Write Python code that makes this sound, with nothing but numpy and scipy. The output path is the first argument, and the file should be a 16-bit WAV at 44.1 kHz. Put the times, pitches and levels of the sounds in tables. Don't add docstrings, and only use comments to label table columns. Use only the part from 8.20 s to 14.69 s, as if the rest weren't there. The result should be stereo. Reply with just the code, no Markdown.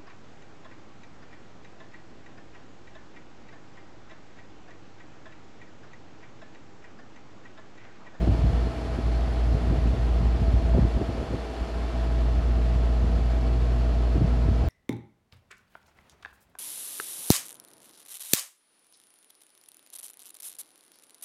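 import sys
import numpy as np
from scipy import signal
from scipy.fft import rfft, irfft
from scipy.io import wavfile
from scipy.ndimage import uniform_filter1d, minimum_filter1d

SR = 44100
rng = np.random.default_rng(int(sys.argv[2]) if len(sys.argv) > 2 else 0)


def file_out(sig):
    cols = np.atleast_2d(sig).T
    lim = np.clip(cols, -1, 1)
    pcm = np.round(lim * 32767).astype(np.int16)
    wavfile.write(sys.argv[1], SR, pcm)


N = 286063
TIME = np.arange(N) / SR
FREQS = np.fft.rfftfreq(N, 1 / SR)
SIDES = np.array([[1], [-1]])


def undb(db):
    return 10 ** (np.asarray(db) / 20)


def across(points):
    hz, value = np.transpose(points)
    return np.interp(np.log(FREQS + 1), np.log(hz), value)


def walk(rate):
    spectrum = rfft(rng.standard_normal(N))
    smoothing = np.exp(-(FREQS / rate) ** 2) * (FREQS > 0)
    y = irfft(spectrum * smoothing, N)
    return y / y.std()


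def plateau(start, hold, attack, release):
    rise = 1 + (TIME - start) / attack
    fall = 1 - (TIME - start - hold) / release
    return np.clip(np.minimum(rise, fall), 0, 1)


def tone(hz, db, pan_db, lead, waver, flicker_db):
    phase = 2 * np.pi * (hz * TIME + rng.random()) + waver * walk(4.9)
    level_db = db + flicker_db * walk(19.0) + SIDES * pan_db / 2
    return np.sqrt(2) * undb(level_db) * np.sin(phase + SIDES * lead / 2)


def noise(colour_db, side_db, pan_db, lead_s=0):
    mid, side = rfft(rng.standard_normal((2, N))) * undb(colour_db)
    pair = mid + SIDES * side * undb(side_db)
    pair = pair * undb(SIDES * pan_db / 2)
    pair = pair * np.exp(1j * np.pi * SIDES * FREQS * lead_s)
    return irfft(pair, N) / irfft(mid, N).std()


def churn(spectrum, side_db, pan_db, span=0.049):
    x = noise(across(spectrum), side_db, pan_db)
    power = uniform_filter1d(np.mean(x ** 2, axis=0), int(span * SR))
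    return x / np.sqrt(power)


# (full-strength start [s], hold [s], draught strength [dB])
GUSTS = [(0.0, 0.33, -30.5), (1.347, 0.37, -32), (2.03, 0.62, -33), (2.796, 0.41, -29.5), (4.2, 0.033, -30),
         (4.847, 0.12, -32), (5.2, 0.12, -37), (5.98, 0.61, -37)]
CALM_DB = -38.5
GUST_ATTACK_S, GUST_RELEASE_S = 0.025, 0.1


def draught_db():
    rises = [(db - CALM_DB) * plateau(start, hold, GUST_ATTACK_S, GUST_RELEASE_S)
             for start, hold, db in GUSTS]
    return CALM_DB + np.max(rises, axis=0)


BLADE_HZ = 57.35
SURGE = 0.076
# (multiple of blade rate, level [dB], left minus right [dB], left leads [rad])
BLADE_TONES = [(1, -22.3, 2.1, 0), (2, -50, 2, .3), (3, -45.5, 1, .3), (5, -54, 0, .6)]
# (time [s], half length [s], change [dB])
STUMBLES = [(0.063, 0.023, -5), (0.175, .016, -16), (0.255, .03, 4), (0.312, 0.013, -15), (0.355, .025, 0),
            (0.533, 0.033, -12), (0.634, 0.12, -7.5), (0.8, 0.034, -9), (1.12, .06, -3), (1.257, .06, 1.5),
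            (1.394, .022, -10), (1.46, 0.02, -3.5), (1.583, 0.026, -9), (1.688, .025, 3),
            (1.756, 0.03, -13), (2.186, 0.024, -9), (2.368, .02, 5.5), (2.402, .013, -13),
            (2.543, 0.017, 3.5), (2.585, .025, -4), (2.645, .018, 4), (2.71, .03, -1), (2.762, 0.021, 9.5),
            (2.8, .016, -10), (3.065, .024, -14), (3.35, .05, -6), (3.423, 0.015, 11), (3.47, 0.043, -7),
            (3.716, .024, -7), (4.22, .02, -5), (5.993, 0.02, -5), (6.363, 0.09, 0), (6.45, 0.013, -19)]


def blades(jolt_db=32, port_db=2.2):
    draught = draught_db()
    jolt = undb(draught + jolt_db)
    throb = sum(tone(k * BLADE_HZ, *rest, waver=0.05, flicker_db=jolt) for k, *rest in BLADE_TONES)
    stumble_db = sum(db * np.exp(-((TIME - s) / half) ** 2) for s, half, db in STUMBLES)
    surge_db = SURGE * (draught - CALM_DB)
    imbalance_db = SIDES * port_db * jolt * walk(8.7)
    return throb * undb(surge_db + stumble_db + imbalance_db)


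MAINS_HZ = 60
WHINE_DB = -.5
# (multiple of mains, level [dB], left minus right [dB], left leads [rad])
HUM_TONES = [(2, -37.4, 2, .2), (4, -45.3, 9, .5), (6, -56, -4, 1), (8, -52, 3, .6), (10, -57, 2, .6),
             (12, -61, 5, 1), (18, -63.5, -1, .5)]
# (time [s], change [dB])
HUM_LEVEL = [(0, -10), (0.35, 2), (0.75, -2.5), (1.3, -0.5), (2.4, -3), (2.8, -4), (3.5, -5.5), (4.2, -.5),
             (6.4, 3)]
# (frequency [Hz], level [dB], left minus right [dB], left leads [rad])
WHINE_TONES = [(144.1, -49, 0, .3), (425.8, -50.5, 3, .5), (579, -57, -1, 1), (660.5, -48.5, 16, -1),
               (683.2, -57, 9, -1.5), (771, -59, 10, -1.5), (819.3, -60, 7, -2)]


def motor():
    flicker_db = 1.7 + .2 * (draught_db() - CALM_DB)
    hum = sum(tone(k * MAINS_HZ, *rest, waver=0.1 * k ** .5, flicker_db=flicker_db)
              for k, *rest in HUM_TONES)
    whine = sum(tone(*row, waver=0.6, flicker_db=2.1) for row in WHINE_TONES)
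    hum_change_db = np.interp(TIME, *np.transpose(HUM_LEVEL))
    return hum * undb(hum_change_db) + whine * undb(WHINE_DB)


RUSH_DB, RUSH_DB_PER_S = -36.5, -0.1341
# (frequency [Hz], density [dB per Hz])
RUSH = [(90, -19), (200, -5.5), (360, -5), (550, -7), (720, -16.5), (1030, -19), (1600, -21.5), (2800, -27),
        (4450, -32.5), (6300, -39), (8300, -46.5), (10000, -47), (12000, -52), (13300, -61)]
# (frequency [Hz], width [Hz], change at centre [dB])
RESONANCES = [(388, 116, -3.5), (547, 88, -9), (678, 81, 4), (626, 15, 0), (785, 79, 5.5), (1292, 52, 3),
              (1840, 91, 1.5), (2324, 28, 3.5), (2840, 690, 0.7), (3500, 140, 2), (3680, 300, -1.5),
              (4200, 37, 6), (4500, 140, 3.5), (5280, 220, 2.5), (7280, 300, 3), (10100, 1500, 0)]
# (frequency [Hz], side minus mid [dB])
RUSH_SIDE = [(60, -23), (110, -11), (200, -5.5), (360, -4), (550, 0.5), (800, .5), (1700, -2), (3200, -1.7),
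             (5500, -1.3), (9500, 1), (13100, -10)]
# (frequency [Hz], left minus right [dB])
RUSH_PAN = [(60, 4), (110, 5), (200, 2.5), (360, 2.5), (660, 3.5), (1190, 2.5), (2170, 0.5), (3950, 2),
            (7190, 4.5), (13100, -3.5)]
# (frequency [Hz], left port earlier by [s])
RUSH_LEAD = [(200, -.0003), (360, -.0005), (550, -.0005), (900, .00025)]


def rush(flicker_db=0.44):
    ringing_db = sum(db / (1 + (2 * (FREQS - hz) / width) ** 2) for hz, width, db in RESONANCES)
    colour_db = across(RUSH) + ringing_db
    air = noise(colour_db, across(RUSH_SIDE), across(RUSH_PAN), across(RUSH_LEAD))
    return air * undb(RUSH_DB + RUSH_DB_PER_S * TIME + flicker_db * walk(36))


def workshop(x, scatter_db=-15, decay=0.031):
    age = TIME[:SR // 10]
    echoes = rng.standard_normal((2, len(age))) * np.exp(-age / decay)
    echoes /= np.linalg.norm(echoes, axis=1, keepdims=True)
    scattered = signal.fftconvolve(x, echoes, axes=1)[:, :N]
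    return x + undb(scatter_db) * scattered


# (frequency [Hz], density [dB per Hz])
RUMBLE = [(20, -28), (36, -1), (47, -17), (58, -7), (72, 19.5), (100, 3), (160, 3), (260, -9.5), (450, -16),
          (800, -41), (3000, -93)]


def rumble():
    roll_db = 2.2 * walk(12)
    turbulence = churn(RUMBLE, side_db=0.0, pan_db=-0.5, span=0.056)
    return turbulence * undb(draught_db() + 3.5 + roll_db)


def pulse(age, hz, cycles, phase):
    return np.exp(-(age * hz / cycles) ** 2) * np.cos(2 * np.pi * hz * age + phase)


THUMP_HZ, THUMP_CYCLES = 92, .85
FLUTTER_S, GRAIN_DB, GRAINS_PER_S = 0.015, 2.5, 110
# (frequency [Hz], density [dB per Hz])
FLUTTER = [(60, -2), (180, 10.5), (300, 4), (420, -2.5), (600, -3), (850, -12), (1600, -27), (8000, -92)]


def eddies(rows, pan_db=4.5, scatter_db=2, lead=1.11):
    knocks, flutter = np.zeros((2, N)), np.zeros(N)
    chances = rng.standard_normal((len(rows), 3))
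    for (s, knock_db, hz, cycles, thump_db, flutter_db), chance in zip(rows, chances):
        span = slice(*np.searchsorted(TIME, [s - .05, s + .05]))
        age = TIME[span] - s
        phase = 2 * np.pi * chance[0] + SIDES * lead * chance[1] / 2
        knock = undb(knock_db) * pulse(age, hz, cycles, phase)
        thump = undb(thump_db) * pulse(age, THUMP_HZ, THUMP_CYCLES, phase)
        balance_db = SIDES * (pan_db + scatter_db * chance[2]) / 2
        knocks[:, span] += (knock + thump) * undb(balance_db)
        flutter[span] += undb(flutter_db) * np.exp(-(age / FLUTTER_S) ** 2)
    grain = undb(GRAIN_DB * walk(GRAINS_PER_S))
    grain /= np.sqrt(np.mean(grain ** 2))
    return knocks + flutter * grain * churn(FLUTTER, side_db=-1.0, pan_db=5.0)


LIGHT_EDDIES_PER_S, LIGHT_SCATTER_DB = 9, 5
LIGHT_HZ, LIGHT_CYCLES = 196, .9
LIGHT_KNOCK_DB, LIGHT_THUMP_DB, LIGHT_FLUTTER_DB = 1, 6.5, -8


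def light_eddies():
    chance = rng.random((200, 3))
    starts = np.cumsum(2 * chance[:, 0]) / LIGHT_EDDIES_PER_S
    scatter_db = LIGHT_SCATTER_DB * (2 * chance[:, 1] - 1)
    strengths = np.interp(starts, TIME, draught_db()) + scatter_db
    pitches = LIGHT_HZ * 2 ** (chance[:, 2] - .5)
    rows = [(s, db + LIGHT_KNOCK_DB, hz, LIGHT_CYCLES, db + LIGHT_THUMP_DB, db + LIGHT_FLUTTER_DB)
            for s, db, hz in zip(starts, strengths, pitches)]
    return eddies(rows)


# (time [s], knock [dB], pitch [Hz], half length [cycles], thump [dB], flutter [dB])
HARD_EDDIES = [(0.018, -27, 179, 0.99, -27, -36), (0.034, -27, 304, 1.2, -26, -29),
               (0.075, -20, 342, 1, -26, -32), (0.085, -20, 202, 1.2, -26, -32),
               (0.098, -19.5, 255, 0.92, -12.5, -32), (0.148, -19.5, 314, 0.77, -26, -38),
               (0.193, -27, 140, .9, -24, -49), (0.244, -18.5, 144, 1, -18, -41),
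               (0.281, -30, 130, .9, -29, -44), (0.304, -26, 166, .9, -26, -34),
               (0.473, -25.5, 166, 1.2, -28, -37), (0.789, -19, 290, 0.78, -33, -41),
               (1.351, -24, 135, 0.79, -21, -31), (1.506, -20.5, 155, 0.94, -25, -36),
               (1.513, -20, 260, .6, -23, -36), (1.533, -26, 316, 1, -24, -29),
               (1.658, -20.5, 221, 0.77, -32, -46), (1.674, -23, 220, 1.2, -30, -46),
               (2.012, -23, 179, 0.76, -28, -42), (2.09, -29, 192, .9, -28, -48),
               (2.154, -23, 255, 0.89, -26, -38), (2.221, -19, 179, 0.77, -20, -42),
               (2.34, -15, 156, 0.4, -19, -38), (2.538, -28, 800, .8, -28, -36),
               (2.55, -24, 485, 1.3, -20, -26.5), (2.568, -21.5, 221, 1, -26, -32),
               (2.578, -16, 300, .9, -26, -31), (2.584, -18, 400, 0.87, -23, -32),
               (2.593, -14, 193, 1.1, -18.5, -31), (2.627, -15.5, 155, 0.79, -24, -41),
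               (2.652, -14.5, 255, .7, -15.5, -39), (2.675, -25, 166, 1, -34, -38),
               (2.768, -25.5, 255, .9, -27, -34), (2.777, -20.5, 190, 0.95, -31, -35),
               (2.801, -24, 338, 1.1, -35, -36), (2.816, -19, 342, 0.85, -24, -29),
               (2.892, -23, 199, .9, -27, -39), (2.901, -23, 330, .8, -32, -34),
               (2.953, -28, 260, 0.74, -36, -40), (2.98, -24.5, 485, 1, -37, -30),
               (3.014, -24, 400, .7, -34, -35), (3.034, -28, 330, 0.63, -41, -35),
               (3.122, -24, 392, 0.83, -33, -34), (3.138, -21, 430, .8, -33, -32),
               (3.147, -24, 240, 0.39, -24, -48), (5.961, -20, 290, 1.1, -22, -33),
               (5.969, -21, 292, 1.2, -30, -43), (5.983, -21.5, 192, .9, -30, -45),
               (6.009, -22, 170, .8, -23, -38), (6.016, -19, 300, 1.1, -28, -38),
               (6.023, -17, 154, 0.84, -18, -43), (6.049, -14, 154, 0.97, -18, -43),
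               (6.262, -17, 134, 1, -28, -41), (6.289, -19.5, 290, .8, -16, -38),
               (6.315, -17.5, 178, 0.73, -19, -51), (6.442, -24.5, 292, 1, -22, -29.5),
               (6.451, -30, 192, 0.75, -25, -41)]


def hard_eddies():
    return eddies(HARD_EDDIES)


BASS_CORNER_HZ, BASS_SINK_S, BASS_DB = 220, 0.23, 0.47
# (fully down at [s], hold [s], change [dB], return [s])
BASS_DIPS = [(0.55, 0.19, -3, 0.11), (0.95, 0.2, -1.5, 0.05), (2.848, 0.35, -12.5, 0.81)]


def sink_bass(air):
    bass = irfft(rfft(air) / (1 + (FREQS / BASS_CORNER_HZ) ** 4), N)
    dips_db = sum(db * plateau(start, hold, BASS_SINK_S, back) for start, hold, db, back in BASS_DIPS)
    return air + (undb(BASS_DB + dips_db) - 1) * bass


def scene():
    air = blades() + motor() + workshop(rush()) + rumble() + light_eddies()
    return sink_bass(air) + hard_eddies()


TOP_HZ = 13600
LIMIT, LIMIT_S = .46, .012


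def record(dry):
    opening = np.minimum(TIME / .004, 1)
    size = int(LIMIT_S * SR)
    peak = np.abs(dry).max(axis=0)
    needed = LIMIT / np.maximum(peak, LIMIT)
    gain = uniform_filter1d(minimum_filter1d(needed, size), size)
    top_cut = signal.ellip(8, .2, 70, TOP_HZ, fs=SR, output="sos")
    return signal.sosfilt(top_cut, dry * gain * opening)


dry = scene()
out = record(dry)
file_out(out)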